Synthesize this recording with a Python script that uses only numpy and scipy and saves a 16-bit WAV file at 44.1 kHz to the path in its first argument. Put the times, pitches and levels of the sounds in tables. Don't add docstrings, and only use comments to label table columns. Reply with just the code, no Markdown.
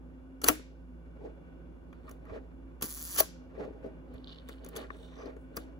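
import sys
import numpy as np
from scipy import signal
from scipy.fft import rfft, irfft, next_fast_len
from scipy.io import wavfile
from scipy.ndimage import uniform_filter1d, map_coordinates

SR = 44100
rng = np.random.default_rng(int(sys.argv[2]) if len(sys.argv) > 2 else 0)


def wrap_up_sound(samples):
    columns = np.atleast_2d(samples).T
    tamed = np.clip(columns, -1, 1)
    steps = np.round(tamed * 32767).astype(np.int16)
    wavfile.write(sys.argv[1], SR, steps)


N = 255515

# (f/Hz, width/Hz, level/dB)
STEEL_MODES = [(2860, 250, -9), (3450, 250, -7), (4000, 300, -10), (4700, 350, -6), (5250, 400, -11),
               (5920, 190, -2), (6760, 190, -4), (7600, 350, -4), (9100, 400, -7), (10350, 280, 0),
               (11400, 300, -3), (12400, 400, -3), (13300, 500, -4), (14650, 250, 1), (15400, 250, -2)]
# (f/Hz, width/Hz, level/dB)
SHELL_MODES = [(1122, 180, -0.5), (1392, 42, 2), (1507, 260, -3.5), (1917, 350, -3.5), (2409, 340, -6.5)]
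# (f/Hz, width/Hz, level/dB)
TABLE_MODES = [(88.6, 29, 7), (178.6, 290, -4.5), (265, 55, 1.5), (315.1, 9.4, 2.5), (374.7, 87, 0),
               (431, 114.3, 4.5), (566, 130, -1), (636.4, 22, 3.5), (840, 78, -5)]
# (f/Hz, width/Hz, level/dB)
KNOB_MODES = [(2945, 110, 10.5), (3550, 350, 6.5), (4400, 440, 3)]
# (f/Hz, width/Hz, level/dB)
SKIN_MODES = [(8530, 1360, 6), (9900, 1700, 2), (18000, 1900, 7)]
# (f/Hz, width/Hz, level/dB)
TRAIN_MODES = [(2950, 90, -2), (3640, 310, 0), (4400, 140, -14), (5630, 80, -9), (8300, 140, -10)]
# (f/Hz, width/Hz, level/dB)
SPRING_MODES = [(4900, 100, -5), (5960, 87, -1)]
# (f/Hz, width/Hz, level/dB)
RIDGE_MODES = [(3160, 260, 0.5), (3710, 620, 3), (4490, 660, -1.5)]
# (f/Hz, width/Hz, level/dB)
CREAK_MODES = [(1142, 81, 3), (1900, 88, -7), (2360, 76, -9.5)]
# (f/Hz, width/Hz, level/dB)
DUCT_MODES = [(535.3, 31, 6.5), (1496, 49.3, 2.5), (2290, 70, -2), (2820, 80, -0.5), (3440, 89, -3)]

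# (t/s, steel level/dB, shell level/dB,
# table knock level/dB, brightest part f/Hz, focus/dB per octave squared, knock f/Hz, rattle t60/s,
# ping f/Hz, ping level/dB)
SHUTTER_BLOWS = [(0.4153, -36, -41.5, -43, 6800, 3, 474, 0.035, 5870, -41),
                 (0.4364, -29.5, -38.5, -27, 8130, -0.5, 323, 0.031, 3150, -40),
                 (0.4404, -15, -25, -26, 9100, -0.5, 332.7, 0.024, 4400, -21.5),
                 (0.4432, -32, -40, -30, 6017, 12, 440, 0.015, 5944, -31),
                 (0.4619, -45, -30.5, -26.5, 9990, 3, 313, .012, 5900, -58),
                 (0.4792, -16, -41.5, -38.5, 12070, 11, 318.8, 0.027, 5900, -35.5),
                 (0.4839, -6, -15.5, -19.5, 9900, 1, 330, 0.015, 6010, -17),
                 (0.4882, -26, -19, -19, 11000, 3, 450, 0.012, 1120, -26),
                 (0.4979, -28, -26, -24, 6000, 8.5, 605, 0.01, 3212, -34.5),
                 (2.810, -41, -41.5, -46, 9100, -1, 396, 0.07, 6000, -51),
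                 (2.822, -21, -36, -30, 10450, 3.5, 253, 0.019, 5400, -42),
                 (2.8391, -31, -50, -30, 6100, 1, 257, 0.031, 5900, -49),
                 (3.1617, -29, -35, -54, 6950, 13, 454, 0.018, 6180, -36),
                 (3.1853, -39, -59, -29.5, 10300, 7, 694, 0.012, 5970, -40),
                 (3.199, -21, -61, -34, 5600, -7, 600, 0.011, 5860, -32.5),
                 (3.2024, -11.5, -30, -50, 14900, 23, 600, 0.0095, 14700, -7),
                 (3.2046, -34, -57.5, -53, 12300, 17, 600, 0.0099, 12500, -21),
                 (3.2043, -18.5, -27.5, -20.5, 4960, 29, 626, 0.0075, 633, -16.5)]
# (t/s, steel level/dB, shell level/dB, table knock level/dB,
# brightest part f/Hz, rattle t60/s, ping f/Hz, ping level/dB)
FINGER_CLICKS = [(1.927, -63, -45.5, -57, 5030, 0.031, 3300, -62),
                 (2.092, -47, -44.5, -64, 11050, 0.028, 5500, -59),
                 (2.1107, -44.5, -48, -43, 8500, 0.03, 6560, -54),
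                 (2.252, -65, -53, -53, 8930, .025, 4300, -73),
                 (4.138, -58, -50, -44, 10200, 0.03, 6920, -73),
                 (4.4868, -41, -45, -46, 6800, 0.016, 3590, -47.5),
                 (4.491, -44.5, -41.5, -39.5, 6440, 0.024, 2120, -50),
                 (4.6455, -42, -53, -48, 9100, 0.018, 6460, -49.5),
                 (4.6612, -44, -46, -39, 5500, 0.023, 6940, -55),
                 (4.687, -41.5, -50, -65, 11100, 0.019, 13030, -39),
                 (4.753, -45, -43, -45, 4500, .06, 3000, -56),
                 (4.7617, -31, -36.5, -47, 5880, 0.049, 3420, -38),
                 (4.7684, -32.5, -45, -31, 7640, 0.014, 6300, -41),
                 (4.9034, -64, -37, -38, 4980, 0.021, 1130, -37),
                 (4.903, -74.5, -58, -58, 5000, .016, 1775, -34.5),
                 (5.256, -62, -57, -32, 4600, .025, 4930, -55),
                 (5.259, -63, -55, -40, 4580, .025, 4200, -54.5),
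                 (5.365, -65, -51, -37.5, 6750, 0.032, 6770, -71.5),
                 (5.553, -61.5, -52, -55, 9000, .02, 3490, -69),
                 (5.56, -45, -49.5, -55, 9970, 0.033, 11100, -60),
                 (5.566, -29.5, -37, -39, 12170, 0.014, 15400, -30),
                 (5.569, -31.5, -33.5, -31, 5960, 0.033, 4930, -34)]
# (t/s, shell level/dB, table knock level/dB, knock f/Hz)
BODY_BUMPS = [(0.553, -46, -42, 314.2), (0.594, -47.5, -39.5, 311.4), (1.2055, -59, -46, 520),
              (1.251, -59, -44, 429), (2.296, -46, -43.5, 606), (2.314, -58.5, -40.5, 89.7),
              (2.344, -56, -40, 451), (3.577, -58.5, -32, 459), (3.606, -41.5, -39.5, 180),
              (3.626, -49, -40, 502), (3.676, -60, -31.5, 432), (3.706, -62, -36, 345),
              (3.843, -53.5, -33, 500), (3.862, -53, -31.5, 327.4), (4.149, -62, -40, 89),
              (5.575, -41.5, -33, 298), (5.584, -44, -40, 400)]
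# (f/Hz, level over the shell/dB, t60/s)
BODY_TONES = [(247, -21.5, .12), (310, -12, 0.21), (420.2, -16.5, 0.087), (726.4, -16.5, 0.045),
              (827, -5, .016), (1108, -19.5, 0.078), (1347, -8, 0.035), (2860, -11.5, 0.024),
              (3270, -12.5, 0.016)]
# (release t/s, fastest t/s, hold/s, rise/dB per second, steel level/dB, shell level/dB)
CURTAIN_RUNS = [(0.43, 0.489, 0.0038, 502.5, -28, -31.5), (2.823, 2.826, 0.0034, 399, -31.5, -40.5),
                (3.172, 3.186, 0.019, 802, -25, -36)]
# steel, shell (fall/dB per second)
CURTAIN_FALL = [1500.5, 600]
# (t/s, level/dB)
GEAR_LEVELS = [(2.832, -40), (2.846, -42), (2.93, -43.5), (3.04, -43.5), (3.134, -42), (3.164, -35),
               (3.17, -60)]
# (t/s, count)
GEAR_TEETH = [(2.83, 0), (2.848, 3), (2.917, 14), (2.9605, 20), (3.032, 31), (3.063, 36), (3.106, 44),
              (3.154, 53), (3.17, 56)]
# (strongest t/s, hold/s, table level/dB, shell level/dB, knob level/dB, skin level/dB)
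HAND_MOVES = [(1.25, 0.0076, -44.5, -68, -96, -88), (1.95, 0.0093, -73, -80, -81, -99),
              (2.09, 0.02, -61, -71, -70.5, -74), (2.34, 0.0058, -40, -56, -70.5, -92),
              (3.61, 0.027, -40, -54, -70, -84), (3.85, 0.012, -48, -67, -93, -83),
              (4.15, 0.023, -61.5, -67, -69.5, -81), (4.3, 0.019, -64.5, -62, -56.5, -91),
              (4.36, 0.023, -85, -88, -66.5, -93), (4.505, 0.019, -62.5, -62, -62, -67),
              (4.65, 0.015, -54.5, -67.5, -65.5, -81), (4.78, 0.033, -44.5, -50, -57.5, -67),
              (4.97, 0.078, -56.5, -67.5, -73, -70), (5.2, 0.079, -46.5, -55, -69, -81),
              (5.4, .02, -84, -99, -100, -77), (5.56, 0.0042, -63, -82, -90, -82),
              (5.6, 0.0058, -54.5, -66.5, -65, -84), (5.7, .01, -62, -73, -97, -99)]
# table, shell, knob, skin (rise/dB per second)
HAND_RISE = [239, 228, 308, 250]
# table, shell, knob, skin (fall/dB per second)
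HAND_FALL = [187, 227, 273, 222]
HAND_REST = [
    [-70.5],
    [-76],
]
# (t/s, gear train level/dB, tightening spring level/dB)
WINDING_LEVELS = [
    [(4.9, -69, -97.5), (4.96, -69.5, -86.5), (5.05, -65.5, -96), (5.14, -68, -80), (5.17, -68, -76),
     (5.2, -85, -66.5), (5.225, -88, -67), (5.27, -88, -73), (5.3, -93, -93)],
]
# (t/s, hold/s, level/dB)
SHELL_CREAKS = [(2.076, 0.017, -54.5), (2.272, 0.0084, -56), (2.3, .03, -56), (4.81, 0.026, -59.5),
                (5.185, 0.043, -54.5), (5.288, .02, -61.5)]
# (t/s, peak level/dB)
NAIL_TICKS = [(4.2438, -40.5), (4.273, -38), (4.2803, -43), (4.2847, -46), (4.2935, -43), (4.2973, -42),
              (4.304, -46), (4.322, -47), (4.326, -41.5), (4.367, -54), (4.386, -41.5)]

# (f/Hz, waver/Hz, largest flutter/dB, rms level/dB, left-right/dB)
MOTOR_LINES = [(57.8, 1.16, 1.5, -52, -3), (169.3, 4.414, 5, -64, 0), (259, 5, 4.5, -58.5, 0)]
# (f/Hz, relative level/dB per Hz)
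AIR_COLOUR = [(15, -42), (35, -17), (70, -10), (110, -18), (170, -12), (215, -20), (260, -7.5),
              (295, -16.5), (335, -12), (420, -22.5), (600, -27), (1000, -30.5), (2000, -45.5),
              (5000, -67.5), (9000, -120)]
# (f/Hz, relative level/dB per Hz)
HISS_COLOUR = [(2000, -23), (4000, -3), (8000, -5.5), (12000, -8), (14000, -13), (14600, -13),
               (15000, -3.5), (15400, -12.5), (15800, -22.5), (16500, -25.5)]
# (f/Hz, lead/rad)
PORT_LEAD = [(0, 0), (600, .8), (1100, 1.3), (1500, 1.9), (2100, 3), (3000, 3.6), (4200, 6.3),
             (6300, 2 * np.pi), (8600, np.pi), (11000, 0), (13600, -np.pi), (16200, -2 * np.pi)]
# (f/Hz, likeness)
NEAR_LIKENESS = [(100, 1), (700, 0.12), (1500, 0.59), (3000, 0.36), (6000, 0.7), (7500, 0.86),
                 (16000, 0.91)]
# (f/Hz, likeness)
FAR_LIKENESS = [(60, 0.9), (300, 0.61), (800, 0.059), (1800, 0.61), (4000, 0.1), (7000, 0.18), (8500, 1),
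                (16000, 0.58)]
# (f/Hz, left-right/dB)
NEAR_BALANCE = [(60, -8.5), (130, 1.5), (290, -5.5), (640, 1), (1410, 0.5), (3100, -1.5), (6820, -1),
                (15000, 0)]
# (f/Hz, t60/s)
ROOM_T60 = [(200, 0.27), (1000, 0.13), (2500, 0.44), (5000, 0.43), (10000, 0.21), (16000, 0.13)]

CLICK_FOCUS_DB, CLICK_KNOCK_HZ = 2.5, 424
BUMP_T60, NAIL_T60 = 0.022, 0.0012
SHELL_DULL_HZ = 3200
GRIP_DULL_HZ = 4500
PING_T60, PING_SHORTENS = 0.018, 0.25
PING_RISE_S, BODY_RISE_S = .0006, 0.001
PING_LAG_S, BODY_LAG_S = .0007, .002
CREAK_RISE_DB, CREAK_FALL_DB = 900, 700
SNAP_DB, SNAP_LEAN_DB = -5, 8
TOP_HZ = 16700


def amp(db):
    return 10 ** (np.asarray(db) / 20)


def unit(x):
    return x / np.sqrt(np.mean(x ** 2) + 1e-20)


def along(points, hz):
    f, v = np.transpose(points)
    return np.interp(np.log(hz + 1), np.log(f + 1), v)


def gains(rows):
    t = np.arange(N) / SR
    times, *columns = np.transpose(rows)
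    return np.array([amp(np.interp(t, times, column, -200, -200)) for column in columns])


def wobble(rate):
    points = rng.standard_normal(int(N * rate / SR) + 4)
    return map_coordinates(points, [np.arange(N) * rate / SR])


def filtered(x, response):
    m = next_fast_len(x.shape[-1] + 8192)
    spectrum = rfft(x, m) * response(np.fft.rfftfreq(m, 1 / SR))
    return irfft(spectrum, m)[..., :x.shape[-1]]


def modes(table, centre_hz=1., lean_db=0.):
    def response(f):
        total = 0
        for k, (c, width, db) in enumerate(table):
            level = amp(db - lean_db * np.log2(c / centre_hz) ** 2)
            total = total + (-1) ** k * level * 1j * f * width / (c * c - f * f + 1j * f * width)
        return total
    return response


def grit(table, rough_db, rate, centre_hz=1., lean_db=0.):
    lumps = amp(rough_db * wobble(rate)) * rng.standard_normal((2, N))
    return unit(filtered(lumps, modes(table, centre_hz, lean_db)))


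def ports(pair, alike):
    def blend(hz):
        turn = np.arccos(np.clip(along(alike, hz), -1, 1)) / 2
        return np.array([np.cos(turn), np.sin(turn)])

    def phase(hz):
        half_lead = np.interp(hz, *np.transpose(PORT_LEAD)) / 2
        return np.exp(1j * np.outer([1, -1], half_lead))

    mid, side = filtered(pair, blend)
    return filtered(np.array([mid + side, mid - side]), phase)


def swells(rows, rise_db, fall_db):
    t, out = np.arange(N) / SR, np.zeros((len(rise_db), N))
    for s, hold, *level_db in rows:
        near = slice(round((s - .3) * SR), round((s + hold + .3) * SR))
        before = np.maximum(s - t[near], 0)
        after = np.maximum(t[near] - s - hold, 0)
        drop_db = np.outer(rise_db, before) + np.outer(fall_db, after)
        out[:, near] += amp(np.reshape(level_db, (-1, 1)) - drop_db)
    return out


def add_at(out, s, sound):
    out[:, round(s * SR):][:, :sound.shape[-1]] += sound


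def coloured_noise(response):
    return unit(filtered(rng.standard_normal((2, N)), response))


def room_air():
    return amp(-55.0 + 0.92 * wobble(2.2)) * coloured_noise(lambda hz: amp(along(AIR_COLOUR, hz)))


def appliance_air():
    air = coloured_noise(lambda hz: modes(DUCT_MODES)(hz) * amp(-6 * hz / 1000))
    return amp(-65.5 + 2.0 * wobble(4.5)) * air


def hiss():
    return amp(-86.0) * coloured_noise(lambda hz: amp(along(HISS_COLOUR, hz)))


def hum():
    t, out = np.arange(N) / SR, np.zeros((2, N))
    for hz, waver, flutter_db, db, pan_db in MOTOR_LINES:
        flutter = flutter_db * np.tanh(wobble(7.6))
        level = np.sqrt(2) * amp(db + flutter + pan_db / 2 * np.array([[1], [-1]]))
        cycles = hz * t + np.cumsum(waver * wobble(9)) / SR
        out += level * np.sin(2 * np.pi * cycles + [[.5], [0]])
    return out


def creaks():
    level = swells(SHELL_CREAKS, [CREAK_RISE_DB], [CREAK_FALL_DB])
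    return level * grit(CREAK_MODES, rough_db=3.5, rate=170)


def winding():
    train, spring = gains(WINDING_LEVELS[0])
    return (train * grit(TRAIN_MODES, rough_db=3.0, rate=220)
            + spring * grit(SPRING_MODES, rough_db=3.0, rate=190))


def handling():
    table, shell, knob, skin = swells(HAND_MOVES, HAND_RISE, HAND_FALL)
    table, shell = amp(HAND_REST) + [table, shell]
    scrape = table * grit(TABLE_MODES, rough_db=3.5, rate=60, centre_hz=420, lean_db=4.5)
    shift = shell * grit(SHELL_MODES, rough_db=3.5, rate=60)
    body = filtered(scrape + shift + creaks(), lambda hz: 1 / (1 + 1j * hz / GRIP_DULL_HZ))
    knob_rub = knob * grit(KNOB_MODES, rough_db=4.5, rate=450)
    skin_rub = skin * grit(SKIN_MODES, rough_db=2.0, rate=160)
    return body + knob_rub + skin_rub + winding()


def strikes(rows):
    out, t = np.zeros((2, N + SR)), np.arange(SR // 5) / SR

    def dull_shell(hz):
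        return modes(SHELL_MODES)(hz) / (1 + 1j * hz / SHELL_DULL_HZ) ** 2

    for s, db, shell_db, knock_db, bright_hz, focus_db, knock_hz, t60 in rows:
        noise = rng.standard_normal((4, 2, len(t)))
        rattle = (1 - np.exp(-t / 0.00049)) ** 2 * amp(-60 * t / max(t60, .003))
        push = t * np.exp(-t / .0003) * (1 + .7 * noise[2])
        snap_db = db + SNAP_DB + SNAP_LEAN_DB * min(0, np.log2(bright_hz / 1e4))
        focus_db = abs(focus_db)
        parts = [(db, rattle * noise[0], modes(STEEL_MODES, bright_hz, focus_db)),
                 (shell_db, rattle * noise[1], dull_shell),
                 (knock_db, push, modes(TABLE_MODES, knock_hz, lean_db=10)),
                 (snap_db, rattle ** 3 * noise[3], modes(STEEL_MODES[8:], bright_hz, focus_db))]
        for level_db, force, ring in parts:
            sound = filtered(force, ring)
            add_at(out, s, amp(level_db) * sound / np.abs(sound).max())
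    return out[:, :N]


def contacts():
    blows = [row[:8] for row in SHUTTER_BLOWS]
    clicks = [(*row[:5], CLICK_FOCUS_DB, CLICK_KNOCK_HZ, row[5]) for row in FINGER_CLICKS]
    bumps = [(s, -np.inf, shell_db, knock_db, 1., 0., hz, BUMP_T60)
             for s, shell_db, knock_db, hz in BODY_BUMPS]
    return strikes(blows + clicks + bumps)


def pings():
    out, t = np.zeros((2, N + SR)), np.arange(SR // 8) / SR
    tones = []
    for s, *_, hz, db in SHUTTER_BLOWS + FINGER_CLICKS:
        t60 = PING_T60 * (1000 / hz) ** PING_SHORTENS
        tones.append((s + PING_LAG_S, hz, db, t60, PING_RISE_S))
    for s, _, shell_db, *_ in SHUTTER_BLOWS:
        for hz, db, t60 in BODY_TONES:
            tones.append((s + BODY_LAG_S, hz, shell_db + db, t60, BODY_RISE_S))
    for s, hz, db, t60, rise in tones:
        tone = np.sin(2 * np.pi * (hz * t + [[0], [.08]]))
        fade = amp(db - 60 * t / t60) * (1 - np.exp(-t / rise))
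        add_at(out, s, fade * 2 * tone)
    return out[:, :N]


def walls(x):
    late = np.pad(x, ((0, 0), (260, 0)))[:, :N]
    hz, t, z = signal.stft(late, SR, nperseg=256)
    power = uniform_filter1d(np.mean(np.abs(z) ** 2, 0), size=5, axis=0)
    keep = amp(-120 * t[1] / np.clip(along(ROOM_T60, hz), .05, 1))
    stored = np.array([signal.lfilter([1 - k], [1, -k], band) for k, band in zip(keep, np.abs(power))])
    noise = signal.stft(rng.standard_normal((2, N)), SR, nperseg=256)[2]
    diffuse = unit(np.abs(noise)) * np.exp(1j * np.angle(noise))
    return signal.istft(diffuse * np.sqrt(stored), SR, nperseg=256)[1][:, :N]


def curtains():
    t, levels = np.arange(N) / SR, np.zeros((2, N))
    for start, s, hold, rise_db, *db in CURTAIN_RUNS:
        levels += (t > start) * swells([(s, hold, *db)], [rise_db] * 2, CURTAIN_FALL)
    steel, shell = levels
    return (steel * grit(STEEL_MODES, rough_db=1.2, rate=700)
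            + shell * grit(SHELL_MODES, rough_db=1.5, rate=200))


def gears():
    teeth = np.interp(np.arange(N) / SR, *np.transpose(GEAR_TEETH))
    at = np.flatnonzero(np.diff(np.floor(teeth + .05 * wobble(120))) > 0)
    ticks = np.zeros(N)
    ticks[at] = amp(2.8 * rng.standard_normal(N)[at])
    t = np.arange(SR // 50) / SR
    puff = (1 - np.exp(-t / .0005)) * amp(-60 * t / .009)
    puffs = signal.fftconvolve(ticks, puff)[:N] + .05
    # (level/dB, steady whirr under the ticks, resonances)
    parts = [(-5.0, 0.45, modes(STEEL_MODES, 5370, lean_db=8.0)),
             (1.5, 0.041, modes(STEEL_MODES, 11604, lean_db=12.0)),
             (4.5, 0.031, modes(STEEL_MODES, 13000, lean_db=2.5)),
             (-10.5, 0.45, modes(SHELL_MODES))]
    sound = np.zeros((2, N))
    for part_db, whirr, ring in parts:
        strength = amp(part_db + 1.5 * wobble(60)) * (puffs + abs(whirr))
        sound += filtered(strength * rng.standard_normal((2, N)), ring)
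    level = gains(GEAR_LEVELS)[0]
    return level * sound / np.std(sound[:, level > 1e-9])


def nail():
    out, t = np.zeros((2, N + SR)), np.arange(SR // 20) / SR
    for s, db in NAIL_TICKS:
        burst = amp(-60 * t / NAIL_T60) * rng.standard_normal((2, len(t)))
        tick = filtered(burst, modes(RIDGE_MODES))
        add_at(out, s, amp(db) * tick / np.abs(tick).max(axis=1, keepdims=True))
    return out[:, :N]


def scene():
    camera = contacts() + curtains() + gears()
    close = ports(camera + pings() + nail() + handling(), NEAR_LIKENESS)
    near = filtered(close, lambda hz: amp(np.outer([1, -1], along(NEAR_BALANCE, hz) / 2)))
    background = room_air() + appliance_air() + hiss()
    far = ports(amp(-14.0) * walls(camera) + background, FAR_LIKENESS)
    return near + far + hum()


def record(dry):
    return filtered(dry, lambda hz: (hz < TOP_HZ) * amp(-40 * np.clip((hz - 15700) / 1000, 0, 1)))


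dry = scene()
out = record(dry)
wrap_up_sound(out)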